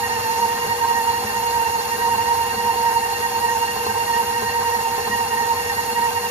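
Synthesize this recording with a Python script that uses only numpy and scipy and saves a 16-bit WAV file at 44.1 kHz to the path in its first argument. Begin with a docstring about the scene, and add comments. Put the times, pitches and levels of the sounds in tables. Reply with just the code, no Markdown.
"""A wavering gear whine leads, close up at two microphone ports: a stand mixer kneading thick dough.
Three mesh sines throb with the gear turns; further sines give shaft, commutator whistle and mains hum.
Noise in resonant bands makes gear rattle and broad gear and commutator overtones, over a broad hiss.
Gear knocks and dough thuds ring damped modes of the housing and bowl."""
import sys
import numpy as np
from scipy import signal
from scipy.fft import rfft, irfft, next_fast_len
from scipy.io import wavfile

SR = 44100
rng = np.random.default_rng(int(sys.argv[2]) if len(sys.argv) > 2 else 0)


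def put_to_file(sound):
    """Save the sound as 16-bit audio at rate SR, in the file named by the first command-line argument."""
    columns = np.atleast_2d(sound).T  # one column per channel
    safe = np.clip(columns, -1, 1)
    whole_steps = np.round(safe * 32767)
    wavfile.write(sys.argv[1], SR, whole_steps.astype(np.int16))


N = 277995
TIME = np.arange(N) / SR

# Pitch and level curves of the whine, before the faster swings; partial 3 flickers by chance:
# time_s, pitch_hz, then right-port level_db of partials 1, 2 and 3
WHINE_CURVES = [(0.0, 923, -25, -46.0, -37.0), (0.03, 924, -18.5, -26, -39), (0.06, 921.6, -31, -29.0, -36),
                (0.09, 915, -22, -31.5, -37), (0.12, 918.7, -20.5, -27, -38), (0.15, 922, -26.5, -28, -33),
                (0.18, 909, -20.5, -35.0, -37), (0.21, 914, -21, -37.0, -34),
                (0.24, 910, -28.5, -37, -37.0), (0.27, 906, -19.5, -34, -38.0), (0.3, 907, -16, -34, -37.5),
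                (0.33, 914.0, -23, -29, -39), (0.36, 914, -21.5, -33.5, -38),
                (0.39, 921, -17, -32.5, -37.5), (0.42, 934, -16, -32.5, -36), (0.45, 920, -16, -36, -37.5),
                (0.48, 921, -16.5, -29, -37), (0.51, 920.4, -23.5, -32, -37.5),
                (0.54, 923.3, -21.5, -38, -34), (0.57, 927.5, -23.5, -27, -41), (0.6, 928, -26, -34, -34),
                (0.63, 930.2, -23, -34, -36.5), (0.66, 928.6, -24.5, -26, -35.0),
                (0.69, 925.8, -25, -33, -36.5), (0.72, 924.8, -19, -25, -36), (0.75, 923, -20, -31, -40),
                (0.78, 924.0, -39, -37.0, -38.0), (0.81, 926, -22.5, -30, -36),
                (0.84, 931, -14, -32.0, -45), (0.87, 930.3, -18.5, -35.5, -38.5),
                (0.9, 929.8, -18.5, -34.0, -33), (0.93, 928, -15, -31, -37.5),
                (0.96, 927.1, -18.5, -25, -36.5), (0.99, 925, -17, -26, -40), (1.02, 915, -22, -35, -37.0),
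                (1.05, 921, -18.5, -32, -34), (1.08, 927, -16.5, -33.5, -36.0),
                (1.11, 927, -19, -32.0, -34), (1.14, 926.5, -17.5, -30.0, -38.5),
                (1.17, 927.3, -23.5, -33.0, -36), (1.2, 925.5, -24.5, -35.0, -38.5),
                (1.23, 922, -23, -35.5, -39), (1.26, 915, -29, -32, -37), (1.29, 912, -29, -29, -36.5),
                (1.32, 911, -27.0, -32.5, -31), (1.35, 920, -22.5, -34, -36), (1.38, 919, -22, -29, -35),
                (1.41, 917, -21, -36.0, -37.5), (1.44, 930, -19.5, -36.0, -37.5),
                (1.47, 924.6, -21, -37, -37), (1.5, 926, -18.5, -32.0, -32), (1.53, 932, -19.5, -30, -40.0),
                (1.56, 933, -19.5, -39, -42), (1.59, 924, -13.5, -30, -35),
                (1.62, 923, -15.5, -31.0, -36.0), (1.65, 915, -21, -32.5, -36),
                (1.68, 920.7, -17, -32, -37), (1.71, 922.5, -18, -35.0, -35.0),
                (1.74, 924, -22.5, -35.5, -35.0), (1.77, 915, -19, -33.5, -37.0),
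                (1.8, 915.5, -17.5, -33.0, -39.0), (1.83, 912, -31, -34.0, -39.5),
                (1.86, 911.7, -24.5, -39, -37), (1.89, 913.4, -26, -37, -33),
                (1.92, 921.5, -20, -27.5, -36), (1.95, 919.1, -28, -30, -39),
                (1.98, 927, -26.0, -32.0, -38.0), (2.01, 931, -23, -30, -40.0),
                (2.04, 937, -16.5, -29, -37), (2.07, 933.7, -15, -31, -37), (2.1, 932, -17.5, -33.5, -36),
                (2.13, 921.5, -17.5, -35.0, -35), (2.16, 918, -18, -34.5, -32),
                (2.19, 912, -15.5, -32, -40), (2.22, 925, -21.5, -35.5, -36), (2.25, 925, -19, -31, -39),
                (2.28, 930, -16, -28, -37), (2.31, 932, -16.5, -32.5, -38.0), (2.34, 925.5, -17, -41, -41),
                (2.37, 921, -16.5, -38.0, -37.5), (2.4, 922.3, -20, -39, -37.0),
                (2.43, 922.2, -18, -32.5, -35), (2.46, 921, -20, -33.0, -40), (2.49, 923, -26, -31.5, -35),
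                (2.52, 925.7, -23.5, -32.5, -37), (2.55, 926, -29, -36, -34),
                (2.58, 928.5, -25.0, -33, -38.5), (2.61, 932, -23.0, -30, -34),
                (2.64, 930.5, -20, -28, -37.5), (2.67, 929, -19, -33.5, -36), (2.7, 925, -15, -34.0, -37),
                (2.73, 923, -23, -29, -33), (2.76, 923.5, -23, -36.0, -37.0), (2.79, 930, -20.0, -40, -40),
                (2.82, 929, -15.5, -32.0, -36), (2.85, 928.5, -17.5, -34, -37.5),
                (2.88, 923, -15.5, -27, -37.5), (2.91, 923, -14.5, -29, -38.0),
                (2.94, 930, -20.5, -33.0, -37.5), (2.97, 922.7, -14, -36, -36),
                (3.0, 922, -24, -36.5, -36.5), (3.03, 917.2, -17.5, -30, -36.0),
                (3.06, 917.2, -23.5, -34.5, -39), (3.09, 922, -20, -32, -43),
                (3.12, 916, -20.5, -33, -38.0), (3.15, 919, -27.0, -30, -31), (3.18, 919, -33, -33, -37),
                (3.21, 921.6, -25, -31.5, -36.0), (3.24, 923.5, -20, -28.0, -36.5),
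                (3.27, 923, -21, -28.0, -36), (3.3, 920, -24, -33.5, -38), (3.33, 918.5, -25, -35.5, -36.5),
                (3.36, 919, -19.5, -35.0, -38), (3.39, 923, -21.5, -37.0, -38),
                (3.42, 930, -20.5, -34, -37), (3.45, 934, -16.5, -32, -37.5), (3.48, 927.1, -16, -25, -34),
                (3.51, 928, -19, -26, -34), (3.54, 921, -18.5, -31, -37), (3.57, 911, -16.5, -43, -39),
                (3.6, 920.5, -22.5, -40, -37.0), (3.63, 926, -18.5, -36, -34), (3.66, 924.7, -21, -36, -35),
                (3.69, 924.4, -23.5, -25, -36.0), (3.72, 923, -32, -32.5, -32),
                (3.75, 921.3, -26, -38, -40), (3.78, 918.1, -27.5, -35, -35),
                (3.81, 914.1, -22.5, -36, -37.0), (3.84, 911.2, -32, -34.0, -38.0),
                (3.87, 909, -27, -33.5, -33), (3.9, 914.5, -21, -34.5, -39), (3.93, 918.5, -23, -31, -37),
                (3.96, 922.4, -20, -36.5, -39.5), (3.99, 925, -20.5, -35.0, -36),
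                (4.02, 924.0, -20, -33.0, -34.5), (4.05, 924, -24, -36.0, -35),
                (4.08, 928, -24.5, -31.5, -38.0), (4.11, 929.5, -18, -36, -38.0),
                (4.14, 928.2, -17, -24, -35.5), (4.17, 929, -17.0, -25, -36), (4.2, 927, -17, -33, -38),
                (4.23, 924, -19, -39, -33), (4.26, 925, -25, -37.0, -36.0),
                (4.29, 930, -21.5, -39.0, -32.5), (4.32, 929.0, -17, -34.0, -41),
                (4.35, 927.2, -24.5, -28, -38.5), (4.38, 923, -18, -32.5, -36), (4.41, 920, -31, -31, -40),
                (4.44, 925.4, -22.5, -27, -39), (4.47, 925, -24.0, -32, -37), (4.5, 927, -25, -27.0, -34),
                (4.53, 923, -26.5, -28, -33), (4.56, 926.7, -20.5, -28.5, -40), (4.59, 928, -18, -29, -40),
                (4.62, 928, -20, -31, -41), (4.65, 933, -22, -37, -37.0), (4.68, 928.9, -19.0, -33, -38),
                (4.71, 924, -16, -28.5, -33), (4.74, 927.5, -22, -29, -41), (4.77, 921, -19, -28, -44),
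                (4.8, 917, -18, -30, -41), (4.83, 921, -25, -32.5, -39), (4.86, 914.7, -20, -38, -39),
                (4.89, 917, -19.5, -37.0, -37.0), (4.92, 921, -23.5, -38, -40),
                (4.95, 919.5, -22.5, -33, -42), (4.98, 918, -21.5, -29, -40),
                (5.01, 914, -29, -30.5, -36.0), (5.04, 919, -33, -31.0, -36), (5.07, 918, -23, -34.5, -36),
                (5.1, 929.6, -29, -31, -38), (5.13, 934, -24, -25, -35.5), (5.16, 932, -18, -28.5, -33),
                (5.19, 930.4, -21, -27, -40), (5.22, 918, -19, -33, -37), (5.25, 918.5, -24.5, -36, -36.0),
                (5.28, 920.2, -26, -34.5, -37), (5.31, 927.6, -27, -39, -37.0),
                (5.34, 925.5, -16.5, -30, -35), (5.37, 923, -20.5, -25, -41), (5.4, 923, -19.5, -29, -39.5),
                (5.43, 926.2, -20, -28, -40), (5.46, 927.6, -21.5, -28, -43),
                (5.49, 925.7, -17.5, -32.0, -41), (5.52, 922.1, -17, -41, -39),
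                (5.55, 919.4, -20.5, -37.5, -39), (5.58, 919.1, -26, -30, -36.0),
                (5.61, 922, -24.5, -32.5, -37), (5.64, 924, -26.5, -28, -38.5),
                (5.67, 921.3, -31, -28, -38.5), (5.7, 921.6, -26, -25, -37.5), (5.73, 922, -28, -33, -39),
                (5.76, 927, -33, -29.5, -36), (5.79, 927, -20, -27.5, -43), (5.82, 927, -25, -27, -37),
                (5.85, 918.4, -29, -36.5, -38), (5.88, 918.5, -24, -35, -38), (5.91, 913.4, -22, -34, -38),
                (5.94, 925.4, -28, -35.5, -34), (5.97, 934, -20, -31, -36), (6.0, 936, -18.5, -31, -41),
                (6.03, 941, -14, -28, -36.5), (6.06, 927, -18, -26, -36.5), (6.09, 914, -18.5, -38.5, -36),
                (6.12, 916.5, -22, -37.5, -37.0), (6.15, 923.0, -24, -41, -35.5),
                (6.18, 927.1, -18.5, -31, -35.5), (6.21, 926.7, -36, -30.5, -37.5),
                (6.24, 926, -25, -32, -36.5), (6.27, 918, -23, -31, -33), (6.3, 922, -42, -35.0, -39.5)]
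# Level throb of the mesh with the turns of the gears, before each partial's depth factor:
# rate_hz, then swing_db and first_crest_s for partials 1, 2 and 3
MESH_THROB = [(10.64, 2.27, 0.0559, 2.38, 0.0583, 1.41, 0.0645),
              (15.36, 1.15, 0.0523, 3.35, 0.0503, 0.88, 0.0349),
              (21.28, 0.59, 0.0202, 0.38, 0.0186, 0.09, 0.0114),
              (30.72, 0.91, 0.0045, 1.78, 0.0041, 2.01, 0.0108),
              (61.44, 0.07, 0.0135, 0.45, 0.0016, 1.1, 0.0034)]
# Hunting of the motor speed: rate_hz, swing (share of pitch), first_crest_s
SPEED_HUNT = (10.64, .008, .043)
# Tooth spacing error of the driven gear, before each partial's share: rate_hz, swing (share of pitch), first_crest_s
TOOTH_SPACING = [(15.36, .007, .003), (30.72, .01, .0115)]
# Mesh partials at the ports: tooth_error_share, throb_depth (factor), left_minus_right_db, left_lead_rad,
# flutter_db, wander_rad
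MESH_PARTIALS = [(0.42, 1.0, -5.5, -1.29, 0.6, 0.2), (0.5, 1.15, -4.5, -2.06, 0.8, 0.3),
                 (1.1, 1.2, -2.5, 1.4, 0.6, 0.2)]
# Short dips of the whine as the teeth part, in full on partial 1 only: centre_s, depth_db
TOOTH_PARTINGS = [(0.087, -12), (0.408, -10), (0.469, -8), (1.062, -10), (1.125, -11), (1.222, -10),
                  (1.256, -8), (1.292, -11), (1.323, -6), (1.42, -11), (1.59, -6), (1.644, -4), (1.681, -5),
                  (1.712, -6), (1.885, -12), (1.975, -9), (2.172, -9), (2.738, -9), (2.904, -11),
                  (3.012, -7), (3.081, -12), (3.282, -5), (3.309, -9), (3.399, -15), (3.475, -7),
                  (3.546, -12), (3.668, -6), (3.763, -12), (3.826, -12), (3.936, -19), (4.054, -12),
                  (4.226, -20), (4.251, -8), (4.426, -5), (4.782, -7.5), (5.081, -10), (5.298, -8),
                  (5.551, -11), (5.639, -9), (5.942, -16), (6.111, -8), (6.14, -3)]
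PARTING_SPREAD_S = 0.0036
# Shaft, commutator and twice the commutator: multiple of the motor speed (given as mesh pitch)
SHAFT_AND_COMMUTATOR = (.0996, 2.381, 4.762)
# The same three tones: throb_db at the hunting rate, right_level_db, left_minus_right_db, left_lead_rad,
# flutter_db, wander_rad
MOTOR_TONES = [(-2, -50, 0.7, -0.4, 2, 0.2), (1.5, -51.5, -1, -0.7, 3, 0.4),
               (0.8, -41.5, -0.5, -2.6, 3.5, 0.3)]
MOTOR_THROB_CREST_S = 0.0936
# Winding hum, multiples 1 to 5 of the ripple: right_level_db, left_minus_right_db, left_lead_rad, flutter_db
HUM_TONES = [(-58.5, 1, -0.4, 3), (-52.5, -2, -1, 5), (-56, 1, -1, 2), (-39, 8, 0.02, 1.3), (-51, 0, -3, 3)]
RIPPLE_HZ = 119.97  # twice the mains frequency
# Noise bands, body resonances and broad gear and commutator overtones:
# centre_hz, width_hz (between the -6 dB points), top_db_per_hz, left_minus_right_db
NOISE_BANDS = [(98, 37, -63.5, 0), (223, 50, -63.5, -1.5), (462.7, 64.6, -55.5, -5), (758, 35, -54.5, -4.5),
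               (807, 58, -49.5, -6), (915, 50, -58, 2), (1040, 58, -54, -1), (1239, 60, -63.5, -8),
               (1575, 58, -60, -1), (1848, 146, -63, -1.5), (2070, 56, -65.5, -10), (2772, 132, -64, 1),
               (3410, 140, -73.5, -2), (3995, 65, -67, -2.5), (4200, 120, -71, -2), (4360, 250, -72, -2),
               (5430, 230, -71.5, 3), (5960, 60, -73, 0), (6385, 63, -71, -0.5), (6550, 104, -65.5, 0),
               (6920, 55, -65, -4), (7244, 310, -68, 0.5), (8270, 120, -68, 0), (8550, 200, -67, 0),
               (8790, 260, -63.5, 0), (9165, 60, -69, 0), (10500, 240, -69, 0)]
# Throb of the noise bands, weaker in the high ones: rate_hz, swing_db, first_crest_s
BAND_THROB = [(1.58, 0.13, 0.81), (10.64, 1.5, 0.0058), (15.36, 3, 0.067)]
BAND_EXTRA_LIKENESS = 0.084  # added to the 0-1 likeness of the ports
# Spectrum of the broad hiss, with a narrow dip and bump near its top: frequency_hz, level_db_per_hz
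HISS_SPECTRUM = [(20, -111), (55, -67.5), (150, -69), (380, -70.5), (650, -67), (1200, -68.5),
                 (2400, -69.5), (3100, -75.5), (4800, -70), (5850, -74), (6250, -72), (7700, -76.5),
                 (8100, -73), (9300, -69.5), (10300, -70.5), (11800, -71.5), (13000, -78.5), (14300, -80),
                 (14550, -86), (15000, -80), (15300, -96)]
# Tilt of the hiss between the ports: frequency_hz, left_minus_right_db
HISS_PORT_BALANCE = [(60, -1.5), (200, 2.5), (380, -0.5), (700, -1.5), (1290, -1), (2380, -1.5),
                     (4400, -1.4), (7000, 0)]
# Edges of the hiss bands that flicker separately: edge_hz
FLICKER_EDGES_HZ = [0, 150, 400, 1200, 2400, 3600, 5000, 7000, 9500, 12500, 23000]
# How alike the noise is at the two ports below the treble: frequency_hz, likeness (0-1)
PORT_LIKENESS = [(60, 1), (300, 0.86), (600, 0.5), (1500, 0.36), (3200, 0.38), (6000, 0.6), (7300, 0.54)]
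# Phase of the shared noise below the treble: frequency_hz, left_lead_rad
PORT_LEAD = [(0, 0.36), (950, -1.1), (1550, 0.07), (1810, 5.5), (2840, 0.8), (4130, -2.5), (4480, -1),
             (5510, -5), (6800, -4.5)]
# Stereo phase of the treble noise, opposite at 8-10 kHz, equal above 12.5 kHz:
# frequency_hz, likeness (0-1), left_lead (half turns)
TREBLE_PHASE = [(7700, .85, -1), (8250, 1, -1), (9700, 1, -1), (10300, .6, -.9), (11200, .5, -.6),
                (12300, .6, -.15), (12500, 1, 0), (16000, 1, 0)]
# Slack gears knocking as the beater bites, before the mode levels: start_s, peak_db
GEAR_KNOCKS = [(0.0958, -16), (0.3217, -27), (0.460, -20), (0.6636, -17), (1.002, -22), (1.222, -28),
               (1.3188, -19), (1.4223, -30), (1.672, -23), (1.779, -14), (1.981, -21), (2.329, -31),
               (2.5401, -21), (2.7554, -21), (2.902, -24), (3.2033, -18), (3.762, -16), (3.8637, -11.5),
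               (3.952, -17), (4.207, -25), (4.4206, -12.5), (4.8707, -16), (4.979, -12), (5.072, -17),
               (5.182, -18), (5.3085, -22), (5.422, -22), (5.782, -21), (6.0805, -26), (6.237, -21)]
# Housing modes rung by a knock: pitch_hz, level_db before random spread, decay_t60_s, left_minus_right_db
HOUSING_MODES = [(447, -10, 0.09, -9.5), (800, -8, 0.035, -6), (1040, -10, 0.05, -2),
                 (1120, -12.5, 0.02, 0), (1250, -18, 0.025, 2)]
KNOCK_SWELL_T60_S = 0.017
# Dough thumping against the bowl, before the mode levels: start_s, peak_db
DOUGH_THUDS = [(0.135, -40), (0.415, -36), (0.672, -33), (0.845, -43), (1.242, -31), (1.354, -35),
               (1.782, -40), (2.156, -34), (2.561, -32.5), (2.638, -34), (2.795, -37), (3.769, -37),
               (3.876, -33), (4.222, -38), (4.423, -35), (4.763, -35), (5.094, -32), (5.195, -41),
               (5.319, -37), (5.759, -36), (5.985, -41)]
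# Bowl modes rung by a thud: pitch_hz, level_db, decay_t60_s, swell_t60_s
THUD_MODES = [(110, -6, .2, .1), (212, .5, .15, .04), (430, -6, .12, .03)]
CUTOFF_HZ = 15675


def from_db(db):
    """Gain of a level in dB."""
    return 10 ** (np.asarray(db) / 20)


def at_hz(points, hz):
    """Read a spectrum table on a nearly logarithmic frequency axis."""
    points = np.array(points)
    return np.interp(np.log(hz + 20), np.log(points[:, 0] + 20), points[:, 1])


def drift(rate_hz):
    """Slow chance motion of spread about 1: noise through two equal one-pole low-passes."""
    pole = np.exp(-40 * np.pi * rate_hz / SR)  # runs at a twentieth of the sample rate
    noise = rng.standard_normal(N // 20 + 4002)
    slow = signal.lfilter([1], [1, -2 * pole, pole * pole], noise)[4000:]  # skip the settling
    return np.interp(np.arange(N) / 20, np.arange(len(slow)), slow / slow.std())


def swing(rows):
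    """Sum of cosines from rows of rate_hz, size, first_crest_s."""
    return sum(size * np.cos(2 * np.pi * rate_hz * (TIME - crest_s)) for rate_hz, size, crest_s in rows)


def tone(hz, level_db, balance_db, lead_rad, flutter_db, wander_rad=0.12):
    """A sine at both ports, level_db its rms before flutter; reflections make each port's phase wander."""
    phase = 2 * np.pi * np.cumsum(hz * np.ones(N)) / SR + rng.uniform(0, 2 * np.pi)
    gain = np.sqrt(2) * from_db(level_db + flutter_db * drift(35.0))
    left_gain = from_db(balance_db + 0.23 * flutter_db * drift(21))
    left = left_gain * np.sin(phase + lead_rad + wander_rad * drift(16.0))
    right = np.sin(phase + wander_rad * drift(13.5))
    return gain * np.array([left, right])


def motor_speed():
    """Motor speed as mesh pitch in Hz: it follows the pitch curve, hunts and drifts slightly."""
    time_s, pitch_hz = np.transpose(WHINE_CURVES)[:2]
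    return np.interp(TIME, time_s, pitch_hz) * (1 + swing([SPEED_HUNT]) + 0.000808 * drift(12.04))


def parting_dips_db():
    """Gaussian level dips of the mesh whine while the teeth carry no load."""
    return sum(depth_db * np.exp(-.5 * ((TIME - centre_s) / PARTING_SPREAD_S) ** 2)
               for centre_s, depth_db in TOOTH_PARTINGS)


def mesh_whine(speed_hz):
    """Meshing teeth sing on three partials; spacing error bends their pitch and gear turns throb their level."""
    time_s, _, *levels_db = np.transpose(WHINE_CURVES)
    dips_db = parting_dips_db()
    whine = 0
    for k, (error_share, throb_depth, *ports) in enumerate(MESH_PARTIALS):
        tooth_hz = speed_hz * (1 + error_share * swing(TOOTH_SPACING))
        throb_rows = [(row[0], row[1 + 2 * k], row[2 + 2 * k]) for row in MESH_THROB]
        level_db = np.interp(TIME, time_s, levels_db[k]) + throb_depth * swing(throb_rows)
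        level_db = level_db + dips_db / (k + 1)  # upper partials dip less
        whine = whine + tone((k + 1) * tooth_hz, level_db, *ports)
    return whine


def motor_tones(speed_hz):
    """Shaft and commutator sound at fixed multiples of the motor speed and throb at its hunting rate."""
    hunting = swing([(SPEED_HUNT[0], 1, MOTOR_THROB_CREST_S)])
    tones = 0
    for multiple, (throb_db, level_db, *ports) in zip(SHAFT_AND_COMMUTATOR, MOTOR_TONES):
        tones = tones + tone(multiple * speed_hz, level_db + throb_db * hunting, *ports)
    return tones


def hum():
    """The windings hum at multiples of twice the mains frequency, steady in pitch."""
    return sum(tone((k + 1) * RIPPLE_HZ, *row) for k, row in enumerate(HUM_TONES))


def likeness(hz):
    """Likeness of the noise at the two ports over the whole range."""
    return at_hz(PORT_LIKENESS + [(f, alike) for f, alike, _ in TREBLE_PHASE], hz)


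def port_noise(power, balance_db, alike, hz):
    """Stereo noise of a given power per Hz: the left mixes the right's noise, phase shifted, with its own."""
    shared, own = rfft(rng.standard_normal((2, 2 * len(hz) - 2))) * np.sqrt(power * SR / 2)
    alike = np.clip(alike, 0, 1)
    lead_rad = at_hz(PORT_LEAD + [(f, np.pi * half_turns) for f, _, half_turns in TREBLE_PHASE], hz)
    left = alike * np.exp(1j * lead_rad) * shared + np.sqrt(1 - alike ** 2) * own
    return irfft(np.array([from_db(balance_db) * left, shared]))[:, :N]


def rattle_and_overtones(hz):
    """Noise in resonance-shaped bands throbs together at the gear rates, and each band flickers on its own."""
    throb_db = swing(BAND_THROB)
    alike = likeness(hz) + BAND_EXTRA_LIKENESS
    bands = 0
    for centre_hz, width_hz, top_db, balance_db in NOISE_BANDS:
        power = from_db(2 * top_db) / (1 + (2 * (hz - centre_hz) / width_hz) ** 2) ** 2
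        share = np.clip(1500 / centre_hz, 0, 1)  # high bands throb less
        level_db = share * throb_db + (1.0 + 0.36 * share) * drift(5.0)
        bands = bands + from_db(level_db) * port_noise(power, balance_db, alike, hz)
    return bands


def hiss(hz):
    """Broad noise pulses faintly with the motor shaft, its hunting and a slow swing; each band also flickers."""
    power = from_db(2 * at_hz(HISS_SPECTRUM, hz))
    balance_db, alike = at_hz(HISS_PORT_BALANCE, hz), likeness(hz)
    pulse_db = swing([(92.2, .5, .002), (10.64, .2, .019), (3.18, .2, .05)]) + .25 * drift(4)
    noise = 0
    for low_hz, high_hz in zip(FLICKER_EDGES_HZ, FLICKER_EDGES_HZ[1:]):
        in_band = (hz >= low_hz) & (hz < high_hz)
        band = port_noise(power * in_band, balance_db, alike, hz)
        noise = noise + from_db(pulse_db + .6 * drift(8) + 1.1 * drift(30)) * band
    return noise


def ring(drive, hz, t60_s):
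    """A two-pole resonator: a unit click sets a decaying sine of starting height 1 ringing."""
    radius, angle = from_db(-60 / (t60_s * SR)), 2 * np.pi * hz / SR
    # the tiny offset keeps the decay clear of slow, vanishing numbers
    return signal.lfilter([0, np.sin(angle)], [1, -2 * radius * np.cos(angle), radius * radius], drive + 1e-18)


def strike(events, hz, level_db, t60_s, swell_t60_s):
    """A soft contact swells: a short resonance on the mode's own pitch drives it; peak is event plus mode level."""
    start_s, peak_db = np.transpose(events)
    clicks, one_click = np.zeros(N), np.eye(1, SR // 4)[0]
    clicks[(start_s * SR).astype(int)] = from_db(peak_db + level_db)
    peak = np.abs(ring(ring(one_click, hz, swell_t60_s), hz, t60_s)).max()
    return ring(ring(clicks, hz, swell_t60_s), hz, t60_s) / peak


def knocks():
    """Slack in the gears strikes the housing modes, each knock with mode strengths of its own."""
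    spread_db = 2.8 * rng.standard_normal((len(GEAR_KNOCKS), len(HOUSING_MODES)))
    out = 0
    for k, (hz, level_db, t60_s, balance_db) in enumerate(HOUSING_MODES):
        right = strike(GEAR_KNOCKS, hz, level_db + spread_db[:, k], t60_s, KNOCK_SWELL_T60_S)
        left = from_db(balance_db) * np.roll(right, shift=14)  # samples: the left port is farther
        out = out + np.array([left, right])
    return out


def thuds():
    """Dough thumps ring the low bowl modes, alike at both ports."""
    return sum(strike(DOUGH_THUDS, *mode) for mode in THUD_MODES)


def scene():
    """All layers at the two ports."""
    size = 2 * next_fast_len(N // 2 + 1)
    hz = np.arange(size // 2 + 1) * SR / size
    speed_hz = motor_speed()
    tones = mesh_whine(speed_hz) + motor_tones(speed_hz) + hum()
    return tones + rattle_and_overtones(hz) + hiss(hz) + knocks() + thuds()


def record(dry):
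    """A steep elliptic low-pass cuts the top."""
    return signal.sosfilt(signal.ellip(12, .5, 70, CUTOFF_HZ, fs=SR, output="sos"), dry)


dry = scene()
out = record(dry)
put_to_file(out)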